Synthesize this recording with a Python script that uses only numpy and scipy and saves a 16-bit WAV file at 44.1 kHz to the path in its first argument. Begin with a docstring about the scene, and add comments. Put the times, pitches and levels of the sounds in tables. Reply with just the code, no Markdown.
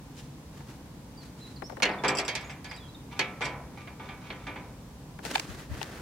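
"""Shaking a rusty gate

An iron gate is gripped and shaken outdoors: its two leaves clank and grind together, the bars ring
and the latch scrapes over rust. After a few softer pushes the hands let go; clothes rustle, twigs
snap underfoot and air buffets the microphones. A small bird whistles over the rumble of far traffic."""
import sys
import numpy as np
from scipy import signal
from scipy.fft import rfft, irfft, next_fast_len
from scipy.io import wavfile
from scipy.ndimage import uniform_filter1d

SR = 44100
rng = np.random.default_rng(int(sys.argv[2]) if len(sys.argv) > 2 else 0)


def generate_wav(signal):
    """Clip the signal to [-1, 1] and save it as 16-bit WAV at the path in sys.argv[1]."""
    frames = np.transpose(np.atleast_2d(signal))
    scaled = np.clip(frames, -1, 1) * 32767
    pcm = np.round(scaled).astype(np.int16)
    wavfile.write(sys.argv[1], SR, pcm)


N = 265041
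TIME = np.arange(N) / SR


def amp(db):
    """Decibels to gain."""
    return 10 ** (np.asarray(db) / 20)


def unit_rms(x):
    """Scales a signal to rms 1."""
    return x / np.sqrt(np.mean(x ** 2) + 1e-20)


def curve_at(points, hz):
    """Reads a curve of (Hz, value) points on a log-frequency axis."""
    f, value = np.transpose(points)
    return np.interp(np.log(hz + 1), np.log(f + 1), value)


def panned(db):
    """Left and right gains for a pan in dB; positive is left."""
    return amp(np.array([np.atleast_1d(db), -np.atleast_1d(db)]) / 2)


def add(mix, s, sound):
    """Mixes a stereo sound in at s seconds."""
    part = mix[:, max(round(s * SR), 0):][:, :sound.shape[1]]
    part += sound[:, :part.shape[1]]


def swell(s, length, attack_s, release_db_per_s):
    """Envelope of one movement: it builds up, holds and dies away."""
    attack = np.clip((TIME - s) / attack_s, 0, 1)
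    return attack * amp(-release_db_per_s * np.maximum(TIME - s - length, 0))


def flutter(size, smoothing):
    """A random wobble of rms 1, smoothed over a number of samples."""
    return unit_rms(uniform_filter1d(rng.standard_normal(size), smoothing))


def stereo_spectrum(pair, hz, colour, likeness):
    """Blends two random spectra to a left-right likeness and gives them a colour."""
    left, other = pair
    shared = np.clip(curve_at(likeness, hz), -1, 1)
    right = shared * left + np.sqrt(1 - shared ** 2) * other
    return np.array([left, right]) * amp(curve_at(colour, hz))


def noise(colour, likeness):
    """Stereo noise of rms 1 with a given colour and left-right likeness."""
    size = next_fast_len(N)
    hz = np.fft.rfftfreq(size, 1 / SR)
    white = rfft(rng.standard_normal((2, size)))
    return unit_rms(irfft(stereo_spectrum(white, hz, colour, likeness), size)[:, :N])


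def contact_colour(spectrum, bass_db, mid_db, treble_db, bass_hz=1000, treble_hz=4400):
    """EQ curve (Hz, dB) of a blow: a heavy contact brings out the bass, a hard one the treble."""
    hz = np.linspace(1, SR / 2, 1024)
    power = amp(curve_at(spectrum, hz)) ** 2
    bass = 1 / (1 + (hz / bass_hz) ** 8)
    treble = 1 / (1 + (treble_hz / hz) ** 10)
    mid = np.maximum(1 - bass - treble, 0)
    bands = (bass, bass_db), (mid, mid_db), (treble, treble_db)
    gain = sum(share * amp(db) ** 2 / np.mean(share * power) for share, db in bands)
    return np.column_stack([hz, 10 * np.log10(gain * power)])


def dense_modes(colour, decay, likeness, size, bands=12, rise_cycles=0.49):
    """Countless modes as bands of noise that die at their own speed, the low ones arriving last."""
    hz, t = np.fft.rfftfreq(size, 1 / SR), np.arange(size) / SR
    flat = np.exp(2j * np.pi * rng.random((2, len(hz)))) * np.sqrt(size)
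    spectrum = stereo_spectrum(flat, hz, colour, likeness)
    centres = np.geomspace(150, 14000, bands)
    out = np.zeros((2, size))
    for centre, weights in zip(centres, np.eye(bands)):
        share = curve_at(np.column_stack([centres, weights]), hz)
        rise = 1 - np.exp(-(t * centre / rise_cycles) ** 2)
        fall = np.exp(-np.log(1000) * t / curve_at(decay, centre))
        out += irfft(spectrum * share, size) * rise * fall
    return out


# Tone of the outdoor bed. Each row: frequency in Hz, level in dB.
AIR_COLOUR = [(20, -28), (58, 0.5), (98, -5), (135, 1), (200, -4.5), (285, -5.5), (365, -15.5),
              (490, -13.5), (620, -19.5), (980, -17.5), (1250, -25), (2750, -29.5), (6000, -31.5),
              (16000, -40.5)]
# Its stereo image. Each row: frequency in Hz, left-right likeness (1 is mono).
AIR_LIKENESS = [(60, 0.96), (150, 0.99), (380, 0.93), (950, 0.57), (2380, 0.077), (5980, -0.15),
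                (15000, 0.064)]


def open_air(level_db=-45.5):
    """Far traffic and trees: a steady, centred rumble under a faint, wide hiss."""
    return amp(level_db) * noise(AIR_COLOUR, AIR_LIKENESS)


# Body movements. Each row: start in seconds, length in seconds, swish in dB, crunch in dB.
MOVEMENTS = [(0.142, 0.064, -51.5, -54), (0.519, 0.069, -59.5, -52.5), (0.662, 0.058, -57, -49.5),
             (1.2, 0.057, -58, -54), (1.363, 0.15, -59, -53), (5.222, 0.18, -43, -36.5),
             (5.46, .16, -53, -43), (5.689, .33, -55, -41.5), (5.768, 0.043, -55, -66)]
# Tone of the cloth and of the dead leaves. Each row: frequency in Hz, level in dB.
SWISH_COLOUR = [(1000, -9), (2500, 5.5), (4500, 4), (6500, 2), (9000, -2.5), (16000, -15)]
CRUNCH_COLOUR = [(100, -12), (290, 6), (500, 1.5), (900, -2.5), (1800, -1), (3000, -13.5), (6000, -26),
                 (16000, -24)]


def rustle(crunch_db=-5, grain_db=0.5, clump_db=2):
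    """Each movement swishes cloth and crunches dead leaves, in small grains that come in clumps."""
    swish, crunch = np.zeros((2, N))
    for s, length, cloth_db, leaves_db in MOVEMENTS:
        movement = swell(s, length, attack_s=0.033, release_db_per_s=194)
        swish += amp(cloth_db) * movement
        crunch += amp(leaves_db + crunch_db) * movement
    grains, clumps = flutter(N, smoothing=50), flutter(N, smoothing=500)
    texture = unit_rms(amp(grain_db * grains + clump_db * clumps))
    cloth = swish * noise(SWISH_COLOUR, likeness=[(2000, 0.76), (9000, 0.035)])
    leaves = crunch * noise(CRUNCH_COLOUR, likeness=[(400, 0.94), (3000, 0.27)])
    return texture * (cloth + leaves) * panned(db=0.5)


# Feet and hands landing. Each row: start in seconds, level in dB, pan in dB, bass in dB.
KNOCK_HITS = [(.604, -33.5, 1, -19), (0.858, -42, 2, -13), (1.62, -24.5, 8.5, -8), (1.696, -29, 14, -11),
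              (1.72, -34.5, 14, -4.5), (1.768, -26.5, 7, -9), (1.8, -21.5, 0, -22),
              (5.188, -27.5, 6.5, -15.5)]
# Their dull tone. Each row: frequency in Hz, level in dB.
KNOCK_COLOUR = [(150, -16), (400, -6.5), (700, -5), (1100, -20), (2000, -25.5), (2700, -34), (3500, -38),
                (16000, -49)]


def knocks(gain_db=4):
    """Feet and hands land as soft, damped blows with no ring."""
    out = np.zeros((2, N))
    for s, db, pan_db, bass_db in KNOCK_HITS:
        colour = contact_colour(KNOCK_COLOUR, bass_db, mid_db=-12, treble_db=-32)
        thud = dense_modes(colour, decay=[(500, 0.067), (2500, 0.033)],
                           likeness=[(500, 0.52), (3000, 0.13)], size=4096, rise_cycles=3.13)
        add(out, s, amp(db + gain_db) * panned(pan_db) * thud)
    return out


# The song. Each row: start in seconds, length in seconds, first and last pitch in Hz, level in dB.
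WHISTLES = [(1.17, 0.035, 4950, 4620, -49), (1.203, 0.035, 4840, 3850, -51.5),
            (1.397, 0.1, 4120, 4056, -48), (1.558, 0.024, 4880, 3950, -46), (1.631, 0.053, 5080, 6100, -45),
            (1.908, 0.043, 5900, 3500, -48), (1.982, 0.026, 3650, 3430, -45.5),
            (2.438, 0.031, 6750, 6950, -52), (2.469, 0.047, 7700, 5850, -55),
            (2.69, 0.032, 5150, 4780, -46.5), (2.737, 0.023, 4850, 4870, -46.5),
            (2.765, 0.032, 4150, 3750, -48), (2.793, 0.09, 3550, 3300, -51),
            (2.884, .02, 4050, 4000, -50.5), (2.945, 0.015, 3820, 3760, -45)]


def bird(gain_db=-2, echo_db=-5, echo_t60=0.54, waver=0.017, scoop=0.0277):
    """Gliding, quavering whistles that dip in pitch midway, scattered back faintly by the trees."""
    song = np.zeros((2, N))
    for s, length, first_hz, last_hz, db in WHISTLES:
        size = round(length * SR)
        progress = np.linspace(0, 1, size)
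        glide = first_hz + (last_hz - first_hz) * progress
        dip = 1 - scoop * np.sin(np.pi * progress)
        quaver = 1 + waver * flutter(size, smoothing=200)
        phase = 2 * np.pi * np.cumsum(glide * dip * quaver) / SR
        whistle = np.sin(phase) * signal.windows.tukey(size, 0.45)
        add(song, s, panned(db=-3.5) * amp(db + gain_db) * whistle)
    t = TIME[:SR // 2]
    trees = rng.standard_normal((2, len(t))) * np.exp(-np.log(1000) * t / echo_t60)
    echo = signal.fftconvolve(song, trees / np.linalg.norm(trees[0]), axes=1)[:, :N]
    return song + amp(echo_db) * echo


# Ring of the bars and frame. Each row: pitch in Hz, dB when pulled, dB when pushed, t60 in seconds.
BAR_MODES = [(137.8, -7.5, 3.5, 1), (197.7, 0.5, -17, 1), (292.3, -14.5, -1.5, 0.63),
             (396.7, -3.5, -10, 0.83), (512, 2, -11, 0.45), (655, -29, -33, 0.5), (721, -2, -16.5, 0.49),
             (785, -7, 0, 0.22), (875, 4, 3, 0.18), (993, -7, -3, 0.58), (1188, -36, 4.5, 0.37),
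             (1319, -6.5, -11, 0.87), (1490, -5.5, -1.5, 0.43), (1658, 10, 1.5, 0.086),
             (1715, -0.5, -0.5, 0.31), (1874, -6, -11, 0.47), (1940, -11.5, -15, 0.32),
             (2047, 6, -13, 0.23), (2165, -4, 2, 0.2), (2240, -7, -1.5, 0.38), (2380, -4, -0.5, 0.29),
             (2579, -3, -13, 0.23), (2850, -1, -16, 0.15), (2928, 14.5, -31, 0.11), (3200, 2, -2, 0.24),
             (3510, -19, 6, 0.16), (4280, 27.5, -27, 0.042), (4230, 12, -37, 0.045), (4650, 10.5, 0, 0.12)]
# Stereo image of the ironwork. Each row: frequency in Hz, left-right likeness.
GATE_LIKENESS = [(100, 1), (640, 0.99), (1400, 0.72), (3000, 0.55), (7000, 0.25), (15000, .05)]


def ringing_bars(colour, push, size, spread_db):
    """The bars ring as dying sines, struck a little differently by each blow."""
    hz, pulled_db, pushed_db, t60 = np.transpose(BAR_MODES)[:, :, None]
    t = np.arange(size) / SR
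    db = pulled_db + push * (pushed_db - pulled_db) + curve_at(colour, hz)
    strength = amp(db + spread_db * rng.standard_normal(hz.shape))
    strike = strength * np.exp(2j * np.pi * rng.random(hz.shape))
    # A phase gap between left and right gives each mode its width.
    gap = np.arccos(np.clip(curve_at(GATE_LIKENESS, hz), -1, 1)) * rng.choice([-1, 1], hz.shape)
    left_right = np.array([strike * np.exp(0.5j * gap), strike * np.exp(-0.5j * gap)])
    waves = np.exp((2j * np.pi * hz - np.log(1000) / t60) * t)
    return (left_right[:, :, 0] @ waves).real


def chatter(body, fade_s, first_hit, slips_per_s):
    """A first contact and a fading spray of rusty micro-slips set a resonant body sounding."""
    t = np.arange(SR // 6) / SR
    slips = rng.choice([-1, 1], len(t)) * (rng.random(len(t)) < slips_per_s / SR) * np.exp(-t / fade_s)
    slips[0] = first_hit
    return signal.fftconvolve(body, slips[None] / np.linalg.norm(slips), axes=1)


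# Iron on iron. Each row: start in seconds, level in dB, bass in dB, treble in dB,
# push from 0 (pulled shut) to 1 (pushed against the latch).
CLANK_HITS = [(1.8224, -11.5, -16, -16.5, 0.11), (1.83, -9.5, -19, -14, 0),
              (1.853, -15, -11.5, -18.5, 0.036), (1.891, -25, -0.5, -23, 0.21),
              (2.0372, -22, -3, -18, 0.49), (2.046, -17, -9.5, -18.5, 0.77),
              (2.085, -17.5, -12, -15.5, 0.72), (2.188, -25.5, -10.5, -15, 0.89),
              (2.198, -21.5, -15.5, -12, 0.18), (2.28, -19, -19, -8.5, 0.61),
              (2.352, -20.5, -21, -8.5, 0.57), (2.496, -29.5, -17.5, -34, 0.66),
              (2.644, -30, -18.5, -11.5, 0.67), (2.712, -28.5, -15, -15.5, 0.46),
              (3.1925, -11.5, -17.5, -15, 0.16), (3.21, -19.5, -21, -23, 0.037),
              (3.408, -28.5, -5.5, -17, 0.79), (3.416, -20.5, -15.5, -23, 0.86),
              (3.454, -24.5, -12, -13, 0.66), (3.874, -35.5, -8.5, -40, 0.44),
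              (3.997, -38.5, -5.5, -29, 0.98), (4.089, -34.5, -13, -26, 0.96), (4.303, -25, -11, -45, 0.14),
              (4.468, -29.5, -11.5, -22, 1), (4.558, -33, -11.5, -38, 0.86)]
# Tone of the frame's many weaker modes. Each row: frequency in Hz, level in dB.
FRAME_COLOUR = [(60, -45), (180, -9), (450, -5), (900, -3), (1400, 2), (2350, 11.5), (3000, 4), (3700, 4),
                (4350, 0.5), (5100, -2.5), (6400, -3), (8000, -13.5), (11000, -19), (16000, -46)]
# Decay of the first clash and of its tail. Each row: frequency in Hz, t60 in seconds.
CLASH_T60 = [(150, 0.2), (800, 0.054), (2300, 0.13), (4000, 0.052), (7000, 0.049), (14000, 0.048)]
TAIL_T60 = [(150, 1), (800, 0.97), (2300, 0.48), (4000, 0.25), (7000, 0.12), (14000, 0.13)]


def clanks(tail_db=-8, bars_db=-19, bloom_s=0.004):
    """The gate's leaves strike and chatter: a short clash, then the frame and bars ring on."""
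    out, size = np.zeros((2, N)), 2 ** 15
    bloom = 1 - np.exp(-np.arange(size) / SR / bloom_s)  # standing waves take a moment to build
    for s, db, bass_db, treble_db, push in CLANK_HITS:
        # Shut leaves damp each other; pushed, they hang loose, chatter longer and ring more.
        fade_s = np.interp(push, [0, 1], [0.005, 0.0052])
        ring_db = np.interp(push, [0, 1], [-6.5, 4.5])
        colour = contact_colour(FRAME_COLOUR, bass_db, mid_db=-11, treble_db=treble_db)
        clash = dense_modes(colour, CLASH_T60, GATE_LIKENESS, size=8192)
        tail = dense_modes(colour, TAIL_T60, GATE_LIKENESS, size)
        bars = ringing_bars(colour, push, size, spread_db=2.44)
        add(out, s, amp(db) * chatter(clash, fade_s, first_hit=3.0, slips_per_s=620))
        add(out, s, amp(db + ring_db) * bloom * (amp(tail_db) * tail + amp(bars_db) * bars))
    return out


# The latch sliding in its keeper. 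Each row: start in seconds, level in dB, fade time in seconds.
LATCH_SCRAPES = [(2.081, -17, 0.0047), (2.099, -30, .006), (2.151, -28, 0.0063), (2.171, -22.5, 0.0068),
                 (2.185, -19, 0.0065), (2.25, -30.5, 0.007), (2.409, -40, 0.0088), (2.501, -37.5, 0.016),
                 (2.762, -40.5, 0.0045), (3.416, -33, 0.048), (3.445, -31, 0.022)]
# Its bright resonances. Each row: frequency in Hz, width in Hz, level in dB.
LATCH_RESONANCES = [(2650, 120, 4.5), (3310, 150, -1.5), (4900, 240, 0.5), (5530, 320, 0.5),
                    (6100, 130, -9), (7660, 130, 4.5), (9620, 82, -3.5), (10700, 1500, -22)]


def latch(gain_db=-7, t60=0.084):
    """The latch tongue slips over rust, rasping through its damped resonances."""
    out, hz = np.zeros((2, N)), np.linspace(1, SR / 2, 1024)
    power = sum(amp(db) ** 2 / (1 + ((hz - f) / width) ** 2) ** 2 for f, width, db in LATCH_RESONANCES)
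    colour = np.column_stack([hz, 10 * np.log10(power / power.mean())])
    for s, db, fade_s in LATCH_SCRAPES:
        ring = dense_modes(colour, [(5000, t60)], GATE_LIKENESS, size=8192)
        add(out, s, amp(db + gain_db) * chatter(ring, fade_s, first_hit=2.1, slips_per_s=510))
    return out


# Grinding between clanks. Each row: start in seconds, length in seconds, level in dB.
GRIND_SWELLS = [(2.39, .05, -44.5), (3.09, 0.15, -44), (3.467, 0.036, -57), (3.724, 0.062, -46),
                (4.01, 0.046, -47), (4.202, 0.17, -47), (4.56, 0.038, -56)]


def grind(gain_db=-2, bars_db=-23, slips_per_s=500):
    """The gate's leaves lean on each other, and a trickle of tiny slips keeps the frame murmuring."""
    colour = contact_colour(FRAME_COLOUR, bass_db=0, mid_db=0, treble_db=-7)
    bars = ringing_bars(colour, push=1, size=16384, spread_db=1)
    body = dense_modes(colour, CLASH_T60, GATE_LIKENESS, size=16384) + amp(bars_db) * bars
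    slips = unit_rms(rng.standard_normal(N) * (rng.random(N) < slips_per_s / SR))
    pressure = sum(amp(gain_db + db) * swell(s, length, attack_s=0.033, release_db_per_s=121)
                   for s, length, db in GRIND_SWELLS)
    return signal.fftconvolve((pressure * slips)[None], body / np.linalg.norm(body[0]), axes=1)[:, :N]


# Twigs underfoot. Each row: start in seconds, level in dB, pan in dB, bass in dB, treble in dB.
TWIG_SNAPS = [(5.251, -25, 11.5, -11.5, -14), (5.354, -11, -5, -14, -20.5), (5.3575, -14, 10, -12.5, -18),
              (5.38, -23, 7, -26, -26), (5.397, -19, -1, -18, -8.5), (5.815, -21.5, 5.5, -13, -27),
              (5.829, -20, 9, -32, -15.5)]
# Their woody tone. Each row: frequency in Hz, level in dB.
TWIG_COLOUR = [(150, -14), (520, -22), (800, 8), (1100, -10.5), (2000, 2.5), (3100, 2.5), (5000, -6.5),
               (9000, -15), (16000, -25)]


def twigs(gain_db=5):
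    """Dry wood cracks sharply and is still at once."""
    out = np.zeros((2, N))
    for s, db, pan_db, bass_db, treble_db in TWIG_SNAPS:
        colour = contact_colour(TWIG_COLOUR, bass_db, mid_db=-12, treble_db=treble_db)
        crack = dense_modes(colour, decay=[(800, 0.035), (3000, 0.015), (10000, 0.0096)],
                            likeness=[(700, 0.17), (8000, 0.064)], size=4096, rise_cycles=0.47)
        add(out, s, amp(db + gain_db) * panned(pan_db) * crack)
    return out


# Puffs of air. Each row: start in seconds, length in seconds, level in dB.
AIR_PUFFS = [(5.468, .08, -47), (5.689, 0.028, -36)]


def buffets():
    """Air hits the microphones as they swing away: low thumps, mostly on the left."""
    force = sum(amp(db) * swell(s, length, attack_s=0.02, release_db_per_s=284)
                for s, length, db in AIR_PUFFS)
    rumble = noise(colour=[(20, -16), (70, 10), (130, 4), (300, -27), (1000, -61)], likeness=[(100, 0.1)])
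    return force * rumble * panned(db=9)


# Placement of the ironwork. Each row: frequency in Hz, pan in dB.
IRON_PAN = [(200, -0.5), (700, 2), (1300, -2), (4400, -1.5), (8000, -4.5), (15000, 2)]


def scene():
    """The gate a little to the right, the small sounds around it, and the open air."""
    placement = panned(curve_at(IRON_PAN, np.fft.rfftfreq(N, 1 / SR)))
    iron = irfft(rfft(clanks() + grind() + latch()) * placement, N)
    return iron + knocks() + twigs() + rustle() + bird() + buffets() + open_air()


def record(dry, cutoff_hz=15900):
    """A steep low-pass trims the very top of the mix."""
    lowpass = signal.firwin(511, cutoff_hz, window=("kaiser", 9), fs=SR)
    return signal.oaconvolve(dry, lowpass[None], "same")


dry = scene()
out = record(dry)
generate_wav(out)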